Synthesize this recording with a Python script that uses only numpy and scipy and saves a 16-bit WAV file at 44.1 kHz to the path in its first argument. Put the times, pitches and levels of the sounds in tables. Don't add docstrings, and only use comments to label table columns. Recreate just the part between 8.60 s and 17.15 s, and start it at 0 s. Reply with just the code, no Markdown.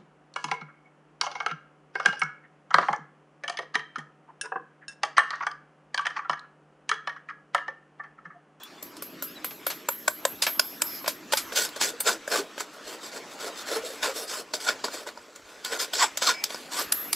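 import sys
import numpy as np
from scipy import signal
from scipy.fft import rfft, irfft, next_fast_len
from scipy.io import wavfile
from scipy.ndimage import uniform_filter1d

SR = 44100
rng = np.random.default_rng(int(sys.argv[2]) if len(sys.argv) > 2 else 0)


def dump_mix(stems):
    frames = np.atleast_2d(stems).T
    limited = np.clip(frames, -1, 1)
    pcm = np.round(limited * 32767).astype(np.int16)
    wavfile.write(sys.argv[1], SR, pcm)


N = 377231

# t/s, crack/dB, thud/dB, brightest f/Hz, hardness/(dB
# per octave), rattle/dB, song of the head/dB, fade of the song/(dB per s)
BLOWS = [(0.034, -25.5, -53, 3480, 18, -44, -80, 200), (0.2269, -25, -45, 7850, 5, -44, -46, 230),
         (0.3678, -27.5, -61, 5060, 1.5, -45, -80, 200), (0.423, -24, -33, 9680, 2, -39.5, -45, 160),
         (0.59, -38, -53, 4000, -5, -55, -80, 200), (0.624, -23, -29.5, 4800, 5, -33, -40, 174),
         (0.845, -15, -29, 8800, -2, -36.5, -40.5, 139), (0.9086, -27, -52, 3050, -4.5, -41.5, -80, 200),
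         (1.0311, -36, -46, 3060, -13, -54, -80, 200), (1.067, -12, -22.5, 9300, -2, -30.5, -37, 185),
         (1.1013, -41, -47, 3060, -2.5, -27, -80, 200), (1.2875, -8.5, -14.5, 7270, -0.5, -49, -34, 146),
         (1.48, -4, -11, 7500, 1, -50, -42, 95), (1.652, -3.5, -15, 7780, -1.5, -49, -39, 126),
         (1.822, -13.5, -52, 3900, 0, -17, -52, 60), (1.8667, -3.5, -25, 3030, -5, -22, -31.5, 121),
         (1.9956, -0.5, -18, 4950, 4.5, -62, -38, 96), (2.2063, -37, -39, 8050, -16, -52, -80, 200),
         (2.2191, -3, -26, 7600, 2.5, -47, -35.5, 83), (2.443, -36, -27, 3130, -6, -38, -80, 200),
         (2.4608, -18, -40, 3220, -6, -31, -80, 200), (2.4784, -12, -12, 4700, 0.5, -23, -38, 230),
         (2.723, -29, -29, 3240, -1, -21, -80, 200), (2.7348, -5.5, -11.5, 3280, 1, -71, -39, 124),
         (2.7717, -27, -47, 4000, 1.5, -19, -80, 200), (2.9616, -17, -29, 4990, 6, -50, -50, 150),
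         (3.2125, -5, -42, 7160, -2, -50, -58, 200), (8.195, -40, -55, 7000, 3, -55, -43.5, 174),
         (8.323, -2, -42, 9500, 5, -54, -30, 111), (8.5297, -3, -39, 9700, 3.5, -27, -42, 90)]
# f/Hz, level/dB
CRACK_SPECTRUM = [(180, 1), (300, -13), (559, 2.5), (1460, 3.5), (3510, -0.5), (5000, 0.5), (5530, -4),
                  (12600, -10.5), (14400, -12), (16000, -18), (16800, -43)]


def amp(db):
    return 10 ** (np.asarray(db) / 20)


def unit_rms(x):
    return x / np.sqrt(np.mean(x ** 2) + 1e-20)


def wander(size, smooth):
    return unit_rms(uniform_filter1d(rng.standard_normal(size), smooth))


def add(mix, s, sound):
    part = mix[round(s * SR):][:len(sound)]
    part += sound[:len(part)]


def coloured(x, spectrum, tilt_db=0):
    size = next_fast_len(len(x))
    hz = np.fft.rfftfreq(size, 1 / SR)
    point_hz, point_db = np.transpose(spectrum)
    db = np.interp(np.log(hz + 1), np.log(point_hz + 1), point_db)
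    db += tilt_db * np.log2((hz + 50) / 4000)
    return irfft(rfft(x, size) * amp(db), size)[:len(x)]


def noise(size, spectrum, tilt_db=0):
    return unit_rms(coloured(rng.standard_normal(size), spectrum, tilt_db))


def ringing(x, modes):
    out = np.zeros(len(x))
    for hz, width, db in modes:
        r = np.exp(-np.pi * width / SR)
        poles = [1, -2 * r * np.cos(2 * np.pi * hz / SR), r * r]
        out += amp(db) * (1 - r) * signal.lfilter([1, 0, -1], poles, x)
    return unit_rms(out)


def gliding(x, hz, width_hz):
    turn = np.exp(2j * np.pi * np.cumsum(hz) / SR)
    r = np.exp(-np.pi * width_hz / SR)
    return unit_rms((turn * signal.lfilter([1 - r], [1, -r], x / turn)).real)


def struck(modes, t, spread):
    chance = rng.standard_normal((len(modes), 2))
    return sum(amp(db + 3.8 * louder - 60 * t / t60) * np.sin(2 * np.pi * hz * (1 + spread * detune) * t)
               for (hz, db, t60), (detune, louder) in zip(modes, chance))


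def whistles(rows, waver, overtone_db):
    out = np.zeros(N)
    for s, length, first_hz, last_hz, db in rows:
        progress = np.arange(0, length, 1 / SR) / length
        hz = (first_hz + (last_hz - first_hz) * progress) * (1 + waver * wander(len(progress), 60))
        phase = 2 * np.pi * np.cumsum(hz) / SR
        tone = np.sin(phase) + amp(overtone_db) * np.sin(2 * phase)
        add(out, s, np.sqrt(2) * amp(db) * tone * np.sin(np.pi * progress))
    return out


def patchy(x, depth_db, bins, frames, scatter=0):
    spectra = signal.stft(x, nperseg=512)[2]
    patches = uniform_filter1d(rng.standard_normal(spectra.shape), bins, axis=0)
    patches = unit_rms(uniform_filter1d(patches, frames, axis=1))
    turn = np.exp(2j * np.pi * scatter * rng.random(spectra.shape))
    gain = amp(depth_db * np.minimum(patches, 1.5)) * turn
    return signal.istft(spectra * gain / np.sqrt(np.mean(abs(gain) ** 2)), nperseg=512)[1][:N]


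def yard():
    # t/s, hum/dB, hiss/dB, wind/dB
    rides = [(0.0, -59.5, -51, -83), (0.48, -47.5, -51.5, -78), (1.0, -51, -48.5, -82),
             (1.4, -51.5, -50, -81), (1.85, -50.5, -48.5, -69), (2.3, -49, -47, -80),
             (2.68, -50.5, -49.5, -79), (2.72, -51, -42.5, -72), (3.5, -54.5, -48.5, -73),
             (4.1, -55.5, -50.5, -87), (5.0, -52.5, -44.5, -81), (5.5, -57.5, -48, -75),
             (5.8, -58.5, -57.5, -83), (6.2, -54.5, -47, -70), (6.69, -62, -58, -82), (7.15, -58, -47, -75),
             (8.0, -55, -47.5, -80.5), (8.35, -50.5, -43, -72), (8.55, -50.5, -46, -86)]
    # f/Hz, level/dB
    hum_spectrum = [(65, -49), (110, -20), (160, -6.5), (209, -5.5), (296, 2.5), (426, -5), (551, -13.5),
                    (623, -7), (700, -22), (910, -68), (1540, -120)]
    wind_spectrum = [(15, -6), (30, 2.5), (60, 0), (110, 5), (160, -53)]
    hiss_spectrum = [(240, -23), (450, 1.5), (1200, 6), (2500, 1.5), (5000, -2.5), (8000, -7), (8500, -15),
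                     (12000, -18), (15800, -24.5)]
    times, *levels = np.transpose(rides)
    hum_db, hiss_db, wind_db = [np.interp(np.arange(N) / SR, times, db) for db in levels]
    lumps_db, gusts_db = 1.5 * wander(N, 2500), 5.7 * wander(N, 2500)
    hum = noise(N, hum_spectrum) * amp(hum_db + lumps_db)
    wind = noise(N, wind_spectrum) * amp(wind_db + gusts_db)
    hiss = patchy(noise(N, hiss_spectrum), depth_db=3.6, bins=5, frames=10) * amp(hiss_db)
    return hum + wind + hiss


def bird():
    # t/s, length/s, first f/Hz, last f/Hz, level/dB
    chirps = [(0.0, 0.081, 3360, 3480, -48), (0.16, 0.055, 3465, 3520, -56), (0.66, 0.064, 4760, 5270, -53),
              (0.752, 0.037, 4080, 3800, -45.5)]
    return whistles(chirps, waver=0.007, overtone_db=-40)


def knock(crack_db, thud_db, tilt_db, peak_hz, crack_t60):
    # f/Hz, level/dB, t60/s
    hoof_modes = [(585, -3, 0.028), (995, -1.5, 0.024), (1499, -1, 0.021), (1940, -15, 0.01)]
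    t = np.arange(4096) / SR
    white = rng.standard_normal(len(t))
    burst = unit_rms(coloured(white, CRACK_SPECTRUM, tilt_db))
    burst += 0.71 * ringing(white, [(peak_hz, 550, 0)])
    crack = burst * amp(-60 * t / crack_t60) * (1 - np.exp(-t / 0.0019))
    thud = struck(hoof_modes, t, spread=0.07) * (1 - np.exp(-t / 0.00039))
    return amp(crack_db - 3.5) * crack + amp(thud_db - 0.5) * thud


def hammer():
    rattle_t60 = 0.12
    high_cut = signal.butter(2, 10100, fs=SR, output="sos")
    low_cut = signal.butter(2, 433, "high", fs=SR, output="sos")
    out, t = np.zeros(N), np.arange(SR // 2) / SR
    for s, crack_db, thud_db, peak_hz, tilt_db, rattle_db, *_ in BLOWS:
        add(out, s - .0005, knock(crack_db, thud_db, tilt_db, peak_hz, crack_t60=0.016))
        rattle = signal.sosfilt(high_cut, noise(len(t), CRACK_SPECTRUM, tilt_db + 4))
        add(out, s, amp(rattle_db - 60 * t / rattle_t60) * rattle)
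    return signal.sosfilt(low_cut, out)


def hammer_head():
    tone_hz = [12187.5, 12937.5, 14062.5]
    # level over the song/dB, extra fade/(dB per s), opening flash/dB
    tone_shapes = [(5, 0, 0), (-9, 5, 17), (-9, 200, 19)]
    # f/Hz, level/dB
    shimmer_spectrum = [(9500, -19), (10600, -6), (11000, -0.5), (11600, -1), (12000, -6), (14300, -39),
                        (14800, -22), (15700, -7), (16200, -21)]
    flash_s, dip_s, dip_above_db = .015, .035, -12
    t = np.arange(N) / SR
    db, age = np.full(N, -120.), np.zeros(N)
    for s, crack_db, *_, song_db, fade_db in BLOWS:
        span = slice(round(s * SR), round(s * SR) + SR // 2)
        since = t[span] - s
        dip_db = 1.1 * max(crack_db - dip_above_db, 0) * np.exp(-since / dip_s)
        new_db = song_db - dip_db - fade_db * since
        age[span] = np.where(new_db > db[span], since, age[span])
        db[span] = np.maximum(db[span], new_db)
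    db += 1.5 * unit_rms(uniform_filter1d(wander(N, 600), 600))
    tones = sum(amp(over_db - fall * age + flash_db * np.exp(-age / flash_s)) * np.sin(2 * np.pi * hz * t)
                for hz, (over_db, fall, flash_db) in zip(tone_hz, tone_shapes))
    shimmer = amp(0.95 * db - 4) * noise(N, shimmer_spectrum)
    return amp(db) * np.sqrt(2) * tones + shimmer


def horseshoe():
    ring_hz = [2290, 5120]
    # t/s, length/s, low ring/dB, high ring/dB, width/Hz
    rings = [(2.019, .17, -72, -53, 260), (2.243, 0.18, -57, -45, 300), (7.726, 0.11, -43, -46, 30)]
    out = np.zeros(N)
    for s, length, *levels, width in rings:
        size = round(length * SR)
        for hz, db in zip(ring_hz, levels):
            ring = ringing(rng.standard_normal(size), [(hz, width, 0)])
            add(out, s, amp(db) * ring * signal.windows.tukey(size, .45))
    return out


def rasp_envelopes(strokes):
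    graze_db = (-65.5, -57, -78, -56)
    grow_db = (-0.5, 5.5, 3.5, 0)
    release_db_per_s = (520, 256, 523, 394)
    t = np.arange(0, N / SR, .001)
    db = np.outer(graze_db, np.ones(len(t)))
    for s, rise, push, bite_db, change_db, *over_db in strokes[:, :8]:
        held_db = bite_db + np.interp(t - s, [-rise, rise, rise + push], [-36, 0, change_db], left=-200)
        progress = np.clip((t - s - rise) / push, 0, 1)
        lifted_s = np.maximum(t - s - rise - push, 0)
        layer_db = held_db + np.array([0, *over_db])[:, None] + np.outer(grow_db, progress - .5)
        db = np.maximum(db, layer_db - np.outer(release_db_per_s, lifted_s))
    return [np.interp(np.arange(N) / SR, t, gain) for gain in amp(db)]


def rasp():
    # t/s, rise/s, push/s, bite/dB, change over the push/dB,
    # boom/dB, fizz/dB, blade ring/dB (these three over the bite), low ring f/Hz, squeal f/Hz
    strokes = [(2.918, 0.0071, 0.045, -42.5, -8, 6, 2, 2, 1440, 4230),
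               (2.95, 0.012, 0.088, -27.5, -7, -11.5, 0, -5.5, 1474, 6400),
               (3.157, 0.0058, .004, -42.5, -1, -4, -3, -12, 1470, 4200),
               (3.201, 0.02, 0.071, -25, -12.5, -7.5, -2.5, -2, 1410, 5640),
               (3.402, 0.0031, 0.026, -36.5, -21, -9, 19, -20, 1410, 7950),
               (3.451, 0.026, 0.056, -26, -14, -2.5, -3, 6, 1360, 6200),
               (3.672, .005, 0.024, -47.5, -2, 2, 5, 4, 1320, 5650),
               (3.704, 0.014, 0.071, -30.5, -4, 0.5, -3, 2.5, 1120, 5200),
               (3.975, .033, .004, -36.5, -4.5, -12, -3, 3.5, 1260, 6800),
               (4.11, 0.023, 0.034, -59, -4, 12.5, 3, 7, 1340, 4340),
               (4.216, 0.075, 0.056, -46, -4, 5.5, -1, 0, 1230, 4230),
               (4.4, 0.034, 0.048, -45, -2, -7, -3.5, -7, 1330, 5140),
               (4.5, 0.021, 0.057, -50, 5.5, 0, -6, 2, 1400, 4350),
               (4.68, 0.04, 0.034, -50, -6, -1, -1, 2, 1360, 3780),
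               (4.779, 0.03, 0.074, -44, -1.5, 2.5, -1, 3, 1240, 4200),
               (4.93, 0.047, 0.041, -47, 0.5, -10, -1.5, -3, 1420, 3560),
               (5.046, 0.03, 0.089, -43, 5.5, 4, -1.5, 4, 1400, 4030),
               (5.21, 0.052, 0.15, -42, -14.5, 2.5, 0, -22, 1210, 3800),
               (5.417, 0.015, 0.08, -32.5, -13.5, -1.5, -3.5, 8.5, 1530, 3600),
               (5.528, 0.039, 0.075, -37.5, -8, -1, 2.5, -6, 1090, 5550),
               (5.66, 0.039, 0.1, -38.5, -3, -5, -2.5, 0, 1280, 5030),
               (5.934, 0.0064, 0.0038, -31.5, 0.5, -8.5, -6.5, -31, 1060, 4900),
               (5.99, .015, 0.055, -44, 3, -7.5, -2, 0, 1300, 4900),
               (6.05, 0.039, 0.0022, -28.5, -0.5, -7, -11, 4.5, 1470, 4500),
               (6.238, 0.0047, .003, -30.5, -0.5, -5.5, -10, -5, 1080, 4830),
               (6.28, 0.064, 0.093, -41.5, -14, 2, -3, 2.5, 1170, 4940),
               (6.462, 0.01, .003, -41.5, -2, -4, -6, 7.5, 1030, 4230),
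               (6.752, 0.0074, .003, -50.5, -4, 1, -4, -6, 1350, 6000),
               (6.85, 0.045, 0.054, -58, -6, 2, -3, 9, 1390, 5260),
               (7.04, 0.007, 0.055, -38.5, -8, -3.5, -5, -1, 1470, 4400),
               (7.088, 0.038, 0.048, -36.5, -10.5, 0.5, -3, 7.5, 1430, 5270),
               (7.185, .01, 0.033, -32.5, 2.5, -11.5, -3.5, -2.5, 1330, 5100),
               (7.328, 0.0064, 0.039, -32.5, -2, -9.5, -8, -10, 1480, 4800),
               (7.371, 0.014, 0.044, -33, 10.5, -22, -12.5, 2, 1130, 4530),
               (7.572, 0.0017, .002, -34, -2, -35, -8, -15, 1320, 6530),
               (7.609, 0.017, 0.037, -27.5, -7.5, -20, -8, 1, 1310, 4950),
               (7.66, 0.0091, 0.027, -25.5, 2.5, -16, -12, -0.5, 1390, 4200),
               (7.838, 0.004, .004, -34, -2, -27, -23, -30, 1480, 4650),
               (7.88, 0.02, 0.2, -45, -17, -2.5, 0.5, 2.5, 1080, 4620),
               (8.101, 0.022, 0.092, -40, 5.5, -8.5, -1.5, 4.5, 1165, 4860)]
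    # f/Hz, level/dB
    bright_band = [(880, -30), (1500, 3), (2210, -3), (2450, -4), (3590, 9), (4030, 2), (4620, 8.5),
                   (6430, 3.5), (7870, 5.5), (8400, -24), (10900, -50), (18500, -120)]
    fizz_band = [(7500, -52), (8300, 3.5), (9500, 0.5), (11000, 1), (13000, -2), (15700, -12), (17000, 5.5)]
    # f/Hz, width/Hz, level/dB
    stand_modes = [(343, 60, -2.5), (457, 42, 17.5), (511, 160, 11), (590, 57, 6)]
    bending_modes = [(780, 250, 12), (1023, 115, 15), (1470, 540, 7), (1440, 70, 10), (1900, 180, -31.5)]
    steel_modes = [(2204, 110, 11), (3200, 110, -2), (4240, 110, 21), (5084, 51, -15), (4720, 33, -31.5),
                   (7000, 84, 3), (7900, 23, 2.5), (7730, 22, 28)]
    chips_per_s = 14000
    t, strokes = np.arange(N) / SR, np.array(strokes)
    filing = (t > 2.9) & (t < 8.31)
    chatter = amp(1.4 * wander(N, 160))
    chips = (rng.random(N) < chips_per_s / SR) * rng.standard_normal(N)
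    chips *= amp(1.4 * np.minimum(rng.exponential(1, N), 4))
    jolts = unit_rms(chips * chatter) * filing
    push_starts = strokes[:, 0] + strokes[:, 1]
    blade_hz, squeal_hz = [np.interp(t, push_starts, hz) for hz in strokes[:, 8:].T]
    squeal = gliding(jolts, squeal_hz, width_hz=120)
    bite = unit_rms(coloured(jolts, bright_band)) + 0.23 * ringing(jolts, steel_modes) + 0.21 * squeal
    boom = ringing(jolts, stand_modes)
    fizz = unit_rms(coloured(jolts, fizz_band))
    blade = 0.44 * ringing(jolts, bending_modes) + 0.27 * gliding(jolts, blade_hz, width_hz=54)
    layers = [patchy(x, depth_db=3, bins=4, frames=7) for x in (bite, boom, fizz, blade)]
    return filing * sum(gain * layer for gain, layer in zip(rasp_envelopes(strokes), layers))


def rasp_landings():
    # t/s, tick/dB, thud/dB, brightest f/Hz, hardness/(dB per octave)
    landings = [(2.9228, -19.5, -28, 3460, -5.5), (3.09, -27, -39, 4030, 5),
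                (3.1632, -25, -30.5, 3920, -14), (3.4057, -20, -32, 8200, 0),
                (3.678, -19.5, -22, 6900, -10), (3.9793, -26.5, -26, 3110, 1),
                (4.0042, -15.5, -32, 7000, -3.5), (5.9369, -16.5, -27, 4240, -1.5),
                (6.242, -14.5, -21, 4160, -6), (6.2832, -22, -21.5, 4440, -30), (6.337, -27, -47, 7160, 3),
                (6.467, -36, -36, 4270, -18), (6.488, -27, -32, 4200, -3), (6.574, -30, -31.5, 4800, -9),
                (6.76, -28.5, -39, 6960, -0.5), (7.0478, -17, -50, 3520, 2.5),
                (7.3352, -14.5, -25.5, 3720, 2.5), (7.573, -12.5, -46, 7100, 2),
                (7.6205, -13, -21, 4790, -3), (7.671, -10, -37, 4200, 0), (7.839, -8, -55, 4960, 4.5),
                (7.904, -21.5, -35, 3600, -2.5), (7.945, -19, -32, 5130, -3.5)]
    out = np.zeros(N)
    for s, tick_db, thud_db, peak_hz, tilt_db in landings:
        add(out, s - .0005, knock(tick_db, thud_db, tilt_db, peak_hz, crack_t60=0.021))
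    return out


def hoof_stand():
    # t/s, level/dB, f/Hz
    rocks = [(3.265, -31.5, 419), (3.334, -34, 475), (3.465, -21, 486), (3.54, -34, 328), (3.78, -21, 291),
             (3.79, -22, 411), (5.16, -20, 452), (5.233, -24.5, 507), (5.3, -26, 530), (5.45, -21.5, 463),
             (5.483, -22, 532), (5.56, -33, 460), (5.795, -34, 462)]
    attack_s, t60 = 0.0037, 0.1
    out, t = np.zeros(N), np.arange(8000) / SR
    for s, db, hz in rocks:
        add(out, s, struck([(hz, db, t60)], t, spread=0.0086) * (1 - np.exp(-t / attack_s)))
    return out


def rasp_zips():
    # t/s, length/s, first tooth rate/Hz, last tooth rate/Hz, level/dB
    zips = [(7.4, .052, 1191, 799, -22), (7.662, 0.046, 1420, 847, -24.5)]
    return whistles(zips, waver=0.035, overtone_db=-12)


def scene():
    # f/Hz, side relative to mid/dB
    side_spectrum = [(60, -12), (110, -23), (200, -22), (380, -32), (700, -20), (1290, -19), (2380, -6),
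                     (4400, -17), (8120, -1.5), (15000, -14.5)]
    reverb_db, reverb_t60 = -12, 0.14
    low_cut = signal.butter(4, 260, "high", fs=SR, output="sos")
    tools = signal.sosfilt(low_cut, hammer() + rasp() + rasp_landings() + rasp_zips() + hoof_stand())
    t = np.arange(6000) / SR
    tail = rng.standard_normal(len(t)) * amp(-60 * t / reverb_t60)
    reverb = amp(reverb_db) * signal.oaconvolve(tools, tail / np.linalg.norm(tail))[:N]
    mid = tools + reverb + hammer_head() + horseshoe() + yard() + bird()
    side = coloured(patchy(mid, depth_db=12, bins=8, frames=8, scatter=1), side_spectrum)
    return np.array([mid + side, mid - side])


def record(dry):
    # f/Hz, level/dB
    treble_rolloff = [(15600, 0), (15900, -28)]
    edge_hz = 16990
    heard = np.array([coloured(x, treble_rolloff) for x in dry])
    low_pass = signal.firwin(511, edge_hz, window=("kaiser", 9), fs=SR)
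    return signal.oaconvolve(heard, low_pass[None], "same")


dry = scene()
out = record(dry)
dump_mix(out)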